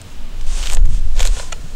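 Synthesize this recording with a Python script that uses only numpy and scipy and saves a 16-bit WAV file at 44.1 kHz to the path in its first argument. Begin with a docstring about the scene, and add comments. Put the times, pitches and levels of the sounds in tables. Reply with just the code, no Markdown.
"""A wet hiss and a run of crisp snaps: a knife slices a zucchini held in a steel frying pan, outdoors. The
blade slides through the flesh, bursting cells and fibres, and the skin gives way in tiny fractures. The edge
knocks and scrapes on the pan, then slips free and clatters; a slice tips over with a dull bump. Wind buffets
the microphone over a soft, even hiss."""
import sys
import numpy as np
from scipy import signal
from scipy.fft import rfft, irfft
from scipy.io import wavfile
from scipy.ndimage import uniform_filter1d

SR = 44100
rng = np.random.default_rng(int(sys.argv[2]) if len(sys.argv) > 2 else 0)


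def generate_wav(sig):
    """Save sig (samples, or channels by samples) to the path in sys.argv[1] as 16-bit PCM at SR."""
    pcm = np.round(np.clip(np.atleast_2d(sig).T, -1, 1) * 32767).astype(np.int16)
    wavfile.write(sys.argv[1], SR, pcm)


N = 77175
T = np.arange(N) / SR

# the skin snaps: start_s, level_db, body_db, treble_db, ring_hz, decay_s
SKIN_SNAPS = [(0.015, -32.5, 1, 10.5, 8500, 0.0012), (0.4107, -31, 8, 2, 5140, 0.0017),
              (.6282, -16, -10, -9, 3050, .0011), (0.6359, -18, 4.5, -12, 3000, 0.0013),
              (0.6577, -18, -6, -5.5, 3950, 0.0019), (0.6708, -10.5, -14, -14, 3040, 0.0012),
              (0.6990, -12.5, 3.5, 3, 2380, 0.00084), (0.7120, -15, 6, 5, 8540, .0006),
              (0.7211, -14, 2, 6, 8250, .0007), (0.7258, -16.5, 11, -1, 8200, 0.00091),
              (0.7332, -16.5, 12, 13.5, 8400, 0.0006), (0.7371, -18, 14.5, 9, 8200, 0.00055),
              (0.7476, -20.5, -4, 15, 7850, .0008), (0.75, -22, -5, 8, 7100, 0.00096),
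              (.8535, -38.5, 14, 7, 6700, 0.0045), (1.1947, -8.5, 10.5, -6, 6740, 0.0006),
              (1.204, -11.5, 9.5, -2, 3400, 0.00096), (1.2077, -15.5, 1, -0.5, 6900, 0.0013),
              (1.21, -15.5, -12, -10, 6870, 0.0018), (1.2234, -16.5, 4, -9, 7040, .0008),
              (1.2289, -14, 6.5, 7, 2650, 0.001), (1.2521, -8.5, 5.5, -1.5, 8100, .0011),
              (1.2619, -22, -11, 5, 6900, 0.0014), (1.2668, -25, -3, 9, 6860, 0.0015),
              (1.2729, -13, -15, 6, 4100, 0.0012)]
# tone of every snap, crack and crackle: freq_hz, gain_db
CRACK_EQ = [(200, -31.5), (340, -15.5), (500, -2.5), (1800, -1.5), (3200, 2.5), (5600, -3), (7000, 2),
            (8400, -2), (9400, -8), (10700, -13.5), (11600, -10), (12800, -19), (13900, -14), (15200, -32)]
# strokes through the flesh: start_s, peak_s, end_s, level_db, rise_db, fall_db
KNIFE_STROKES = [(.465, .57, 0.75, -31.5, 9, 5), (.89, .95, 1, -40.5, 6.5, 5.5),
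                 (1.15, 1.21, 1.29, -43, 1, -4), (1.29, 1.395, 1.493, -31, 9.5, 14)]
# tone of the wet slide: freq_hz, gain_db
SLIDE_EQ = [(200, -8), (500, -3.5), (1000, -3), (1900, -6.5), (3000, -0.5), (4700, -3.5), (6500, 0),
            (8400, -1.5), (10500, -14), (12500, -25), (16000, -32)]
# flesh tears where the blade presses hardest: start_s, peak_s, end_s, level_db, rise_db, fall_db
FLESH_TEARS = [(.56, .665, 0.73, -32, 13, 12), (1.165, 1.205, 1.285, -30, 5.5, 6.5)]
# tone of the bursting cells: freq_hz, gain_db
TEAR_EQ = [(200, -17), (500, -1.5), (1900, -3), (2300, 1.5), (3100, 2), (4200, 0), (4800, -1), (7000, -4.5),
           (8400, -9), (10000, -45), (14000, -13), (16000, -32)]
# fibres give way: start_s, peak_s, end_s, level_db, rise_db, fall_db
FIBRE_CRACKLES = [(.62, .735, .754, -41, 11, -4), (1.19, 1.265, 1.29, -35.5, 5, 8)]
# the edge hits the pan; each spot favours one resonance:
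# start_s, level_db, bright_hz, crack_db, favoured_hz, favoured_db
PAN_KNOCKS = [(0.7698, -17.5, 1010, 9.5, 1780, 9), (1.2034, -16.5, 1490, -14, 567, 6),
              (1.2534, -22.5, 980, -6, 584, 8), (1.3666, -23, 2000, -2, 1010, 0),
              (1.3962, -17, 3000, -3.5, 1050, 4.5), (1.429, -28, 2000, -7, 1020, 7)]
# the edge drags on the pan: start_s, peak_s, end_s, level_db, rise_db, fall_db
PAN_SCRAPES = [(.68, .74, 0.92, -38.5, 12, 24), (1.16, 1.21, 1.30, -35, 6, 4.5),
               (1.33, 1.385, 1.8, -43.5, -1.5, 9)]
# ring of the loaded pan: pitch_hz, level_db, t60_s
PAN_MODES = [(482, -1.5, 0.032), (585, -3, 0.029), (695, -2, 0.029), (974, -9, 0.034), (1013, -4.5, 0.041),
             (1435, -7.5, 0.048), (1770, -8.5, 0.035), (3340, -14, 0.015), (4140, -6.5, 0.019),
             (6800, 1, 0.0078)]
# the loose blade taps the pan: start_s, level_db
BLADE_TAPS = [(1.5211, -20), (1.5241, -12.5), (1.5270, -10.5)]
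# ring of the blade: pitch_hz, level_db, t60_s
BLADE_MODES = [(496, -3.5, 0.027), (610, -1.5, 0.012), (870, -5, 0.047), (1326, -4.5, 0.02),
               (1950, -6.5, 0.04), (2450, -7.5, 0.034), (2860, -2.5, 0.028), (3370, -8, 0.014),
               (4300, -1.5, 0.017), (5870, 0, 0.011), (6760, 4.5, 0.012), (7330, -6, 0.018)]
# a slice tips over: start_s, level_db, pitch_hz
SLICE_BUMPS = [(1.641, -25.5, 152.3)]
# gusts at the microphone: time_s, buffet_db, rumble_db
WIND_GUSTS = [(0, -45, -37.5), (0.22, -15.5, -49), (.29, -23.5, -45), (.37, -21, -37.5), (.48, -8, -52.5),
              (.54, -15, -48), (.67, -16.5, -42), (0.762, -4, -29.5), (0.879, -5, -27), (.97, -12, -30),
              (1.07, -7, -39.5), (1.14, -8, -41.5), (1.229, -6.5, -32.5), (1.311, -7.5, -41),
              (1.39, -22, -37), (1.49, -20, -42.5), (1.66, -24, -38), (1.75, -21.5, -52)]
# tone of the sub-bass pressure swings: freq_hz, gain_db
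BUFFET_EQ = [(5, -18), (13, 5.5), (22, -1), (35, -10.5), (55, -19.5), (90, -34.5), (200, -99)]
# tone of the wind rumble: freq_hz, gain_db
RUMBLE_EQ = [(30, -41), (55, -15), (85, 3.5), (120, -6), (170, -14), (250, -21.5), (400, -28.5),
             (1000, -57)]
# tone of the outdoor bed: freq_hz, gain_db
AIR_EQ = [(60, 6), (150, 12.5), (250, 12), (340, 3.5), (550, 3.5), (1000, 0), (2000, -3.5), (3000, -1),
          (4500, -6), (7500, -11), (10000, -17), (13000, -21.5), (16000, -16.5)]
# tone of the bright hiss on top of it: freq_hz, gain_db
HISS_EQ = [(2000, -5.5), (5000, -3.5), (7500, -1), (9000, -6), (11000, -15), (16000, -19)]
# the bright hiss wanders: time_s, level_db
HISS_FADER = [(0, -57), (.12, -50.5), (.25, -71), (.42, -50), (.8, -51.5), (.98, -49), (1.08, -48.5),
              (1.5, -44), (1.63, -46)]
# the strongest gust overloads the microphone and briefly ducks the background hiss: time_s, gain_db
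OVERLOAD_DUCK = [(.75, 0.5), (.815, -7.5), (.87, -2.5), (1.1, -2)]


def skin(body_hz=1490, treble_hz=7000):
    """Each snap is a millisecond or so of fracture that rings briefly, with its own body and treble."""
    middle, body, treble = np.zeros((3, N))
    for start_s, level_db, body_db, treble_db, ring_hz, decay_s in SKIN_SNAPS:
        snap = from_db(level_db) * crack(decay_s)
        snap += from_db(6) * resonance(snap, ring_hz, width_hz=540)
        add(middle, start_s, snap)
        add(body, start_s, from_db(body_db) * snap)
        add(treble, start_s, from_db(treble_db) * snap)
    body = cut(body, body_hz, "low", order=2)
    middle = cut(middle, body_hz, "high", order=2)
    middle = cut(middle, treble_hz, "low", order=2)
    treble = cut(treble, treble_hz, "high", order=2)
    # the middle is flipped so the bands join without notches
    return from_db(-5) * colour(body - middle + treble, CRACK_EQ)


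def flesh():
    """The wet blade hisses as it slides; cells burst in a fine crackle under pressure."""
    slide = swells(KNIFE_STROKES) * noise(SLIDE_EQ)
    cells = colour(grains(per_s=2500, spread_db=4), TEAR_EQ)
    return slide + swells(FLESH_TEARS) * cells


def fibres(decay_s=0.00076):
    """Tiny random fractures make a bright, moist crackle as the blade breaks through."""
    fractures = np.abs(grains(per_s=860, spread_db=4.5))
    envelope = signal.oaconvolve(fractures, np.exp(-T / decay_s))[:N]
    ticks = colour(envelope * rng.standard_normal(N), CRACK_EQ)
    return swells(FIBRE_CRACKLES) * rms_one(cut(ticks, hz=7000, kind="high"))


def pan(contact_s=0.00036):
    """The edge knocks and scrapes on a pan damped by its load of slices."""
    friction = grains(per_s=1500, spread_db=1.5)
    scrape = sum((-1) ** k * from_db(db) * ring(friction, hz, t60)
                 for k, (hz, db, t60) in enumerate(PAN_MODES))
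    rings, cracks = np.zeros((2, N))
    for start_s, level_db, bright_hz, crack_db, favoured_hz, favoured_db in PAN_KNOCKS:
        knock = strike(PAN_MODES, contact_s, bright_hz, favoured_hz, favoured_db)
        add(rings, start_s, from_db(level_db) * knock)
        attack = from_db(level_db + crack_db) * crack(decay_s=0.0018)
        add(cracks, start_s, cut(attack, bright_hz, "low"))
    return swells(PAN_SCRAPES) * rms_one(scrape) + from_db(-3) * rings + colour(cracks, CRACK_EQ)


def blade_clatter():
    """The blade slips free against the pan: quick hard taps, each a crack and a short ring."""
    rings, cracks = np.zeros((2, N))
    for start_s, level_db in BLADE_TAPS:
        add(rings, start_s, from_db(level_db) * strike(BLADE_MODES, contact_s=0.00055, bright_hz=9000))
        add(cracks, start_s, from_db(level_db) * crack(decay_s=0.0012))
    cracks = cut(colour(cracks, CRACK_EQ), hz=10800, kind="low", order=2)
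    return from_db(-9) * rings + from_db(-8.5) * cracks


def slice_bump(rise_s=0.0038, t60_s=0.15):
    """A slice tipping over gives a soft, low thud that dies quickly."""
    out, age = np.zeros(N), T[:8000]
    envelope = (1 - np.exp(-age / rise_s)) * from_db(-60 * age / t60_s)
    for start_s, level_db, pitch_hz in SLICE_BUMPS:
        add(out, start_s, from_db(level_db) * envelope * np.sin(2 * np.pi * pitch_hz * age))
    return out


def wind(evenness=0.92):
    """Gusts push on the microphone: slow pressure swings and a lumpy rumble."""
    time_s, buffet_db, rumble_db = np.transpose(WIND_GUSTS)
    swings = noise(BUFFET_EQ)
    strength = np.sqrt(uniform_filter1d(np.abs(signal.hilbert(swings)) ** 2, size=2200))
    buffet = rms_one(swings / strength ** evenness)  # levelled, so the gusts set the dynamics
    return fader(time_s, buffet_db) * buffet + fader(time_s, rumble_db) * noise(RUMBLE_EQ)


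def air():
    """Soft outdoor hiss with wandering treble, ducked where the strongest gust overloads the mic."""
    bed = from_db(-42) * noise(AIR_EQ)
    hiss = fader(*np.transpose(HISS_FADER)) * noise(HISS_EQ)
    return fader(*np.transpose(OVERLOAD_DUCK)) * (bed + hiss)


def crack(decay_s, rise_s=0.00026, crumble_db=-20.5, crumble_s=0.0068, size=1024):
    """A brief burst of fracture noise that builds, dies and crumbles away."""
    age = T[:size]
    tail = np.exp(-age / decay_s) + from_db(crumble_db) * np.exp(-age / crumble_s)
    envelope = (1 - np.exp(-age / rise_s)) * tail
    spectrum = rfft(envelope * rng.standard_normal(size))
    flat_burst = irfft(spectrum / (np.abs(spectrum) + 1e-9), size)
    tight_burst = flat_burst * envelope ** .25  # trims the smear left by flattening the tone
    return rms_one(tight_burst) * np.sqrt(np.mean(envelope ** 2))


def strike(modes, contact_s, bright_hz, favoured_hz=1000, favoured_db=0, width_oct=0.13, uneven_db=2.5):
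    """A short contact sets each mode ringing at its own strength; thin steel radiates little bass."""
    age = T[:3000]
    hz, db, t60 = np.transpose(modes)[:, :, None]
    spot_db = favoured_db * np.exp(-(np.log2(hz / favoured_hz) / width_oct) ** 2)
    gain = from_db(db + spot_db + uneven_db * rng.standard_normal(hz.shape))
    gain /= np.hypot(1, hz / bright_hz)
    polarity = (-1) ** np.arange(len(hz))[:, None]
    rings = polarity * gain * np.sin(2 * np.pi * hz * age) * from_db(-60 * age / t60)
    attack = 1 - np.exp(-age / contact_s)
    return cut(attack * rings.sum(axis=0), hz=394, kind="high", order=4)


def ring(force, hz, t60):
    """One mode: a unit click sets a sine of height 1 ringing."""
    radius, angle = from_db(-60 / (t60 * SR)), 2 * np.pi * hz / SR
    feedback = [1, -2 * radius * np.cos(angle), radius ** 2]
    return signal.lfilter([0, np.sin(angle)], feedback, force + 1e-18)


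def resonance(x, hz, width_hz):
    """A broad resonance with unit gain at its top."""
    radius = np.exp(-np.pi * width_hz / SR)
    feedback = [1, -2 * radius * np.cos(2 * np.pi * hz / SR), radius ** 2]
    return signal.lfilter(np.array([1, 0, -1]) * (1 - radius ** 2) / 2, feedback, x + 1e-18)


def grains(per_s, spread_db):
    """Random clicks of uneven size, unit rms."""
    sizes = from_db(spread_db * np.minimum(rng.exponential(1, N), 4)) * rng.choice([-1, 1], N)
    return rms_one(sizes * (rng.random(N) < per_s / SR))


def swells(gestures, edge_s=0.0057):
    """Each gesture rides two level ramps, with a softened start and stop."""
    out = np.zeros(N)
    for start, peak, end, db, rise_db, fall_db in gestures:
        out += (T > start) * (T < end) * fader([start, peak, end], [db - rise_db, db, db - fall_db])
    return uniform_filter1d(out, int(edge_s * SR))


def fader(time_s, level_db):
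    """A gain ride through level points."""
    return from_db(np.interp(T, time_s, level_db))


def eq_gains(eq, size):
    """An EQ curve as one gain per FFT bin."""
    hz, db = np.transpose(eq)
    return from_db(np.interp(np.log(np.fft.rfftfreq(size, 1 / SR) + 1), np.log(hz), db))


def colour(x, eq, size=1024):
    """Minimum-phase EQ of unit power gain: attacks stay sharp."""
    gain = rms_one(eq_gains(eq, size))
    cepstrum = irfft(np.log(gain), size) * (1 + np.sign(np.fft.fftfreq(size)))
    impulse = irfft(np.exp(rfft(cepstrum)), size)
    return signal.oaconvolve(x, impulse)[:N]


def noise(eq):
    """Coloured noise of unit rms."""
    return rms_one(irfft(rfft(rng.standard_normal(N)) * eq_gains(eq, N), N))


def cut(x, hz, kind, order=1):
    """Low- or high-pass."""
    return signal.sosfilt(signal.butter(order, hz, kind, fs=SR, output="sos"), x + 1e-18)


def add(out, start_s, sound):
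    """Mix a short sound in at its cue."""
    i = int(start_s * SR)
    out[i:i + len(sound)] += sound[:len(out) - i]


def from_db(db):
    """Decibels to gain."""
    return 10 ** (np.asarray(db) / 20)


def rms_one(x):
    """Scale to unit rms."""
    return x / np.sqrt(np.mean(x ** 2) + 1e-20)


def scene():
    """Knife, zucchini and pan close by, in the open air, in mono."""
    return (skin() + flesh() + pan() + blade_clatter() + wind() + air() + fibres() + slice_bump())[None]


def record(dry, cutoff_hz=15750):
    """The strongest gusts overload the microphone; the very top is cut."""
    soft_clipped = dry / (1 + dry ** 12) ** (1 / 12)
    return signal.sosfilt(signal.ellip(12, .2, 80, cutoff_hz, fs=SR, output="sos"), soft_clipped)


dry = scene()
out = record(dry)
generate_wav(out)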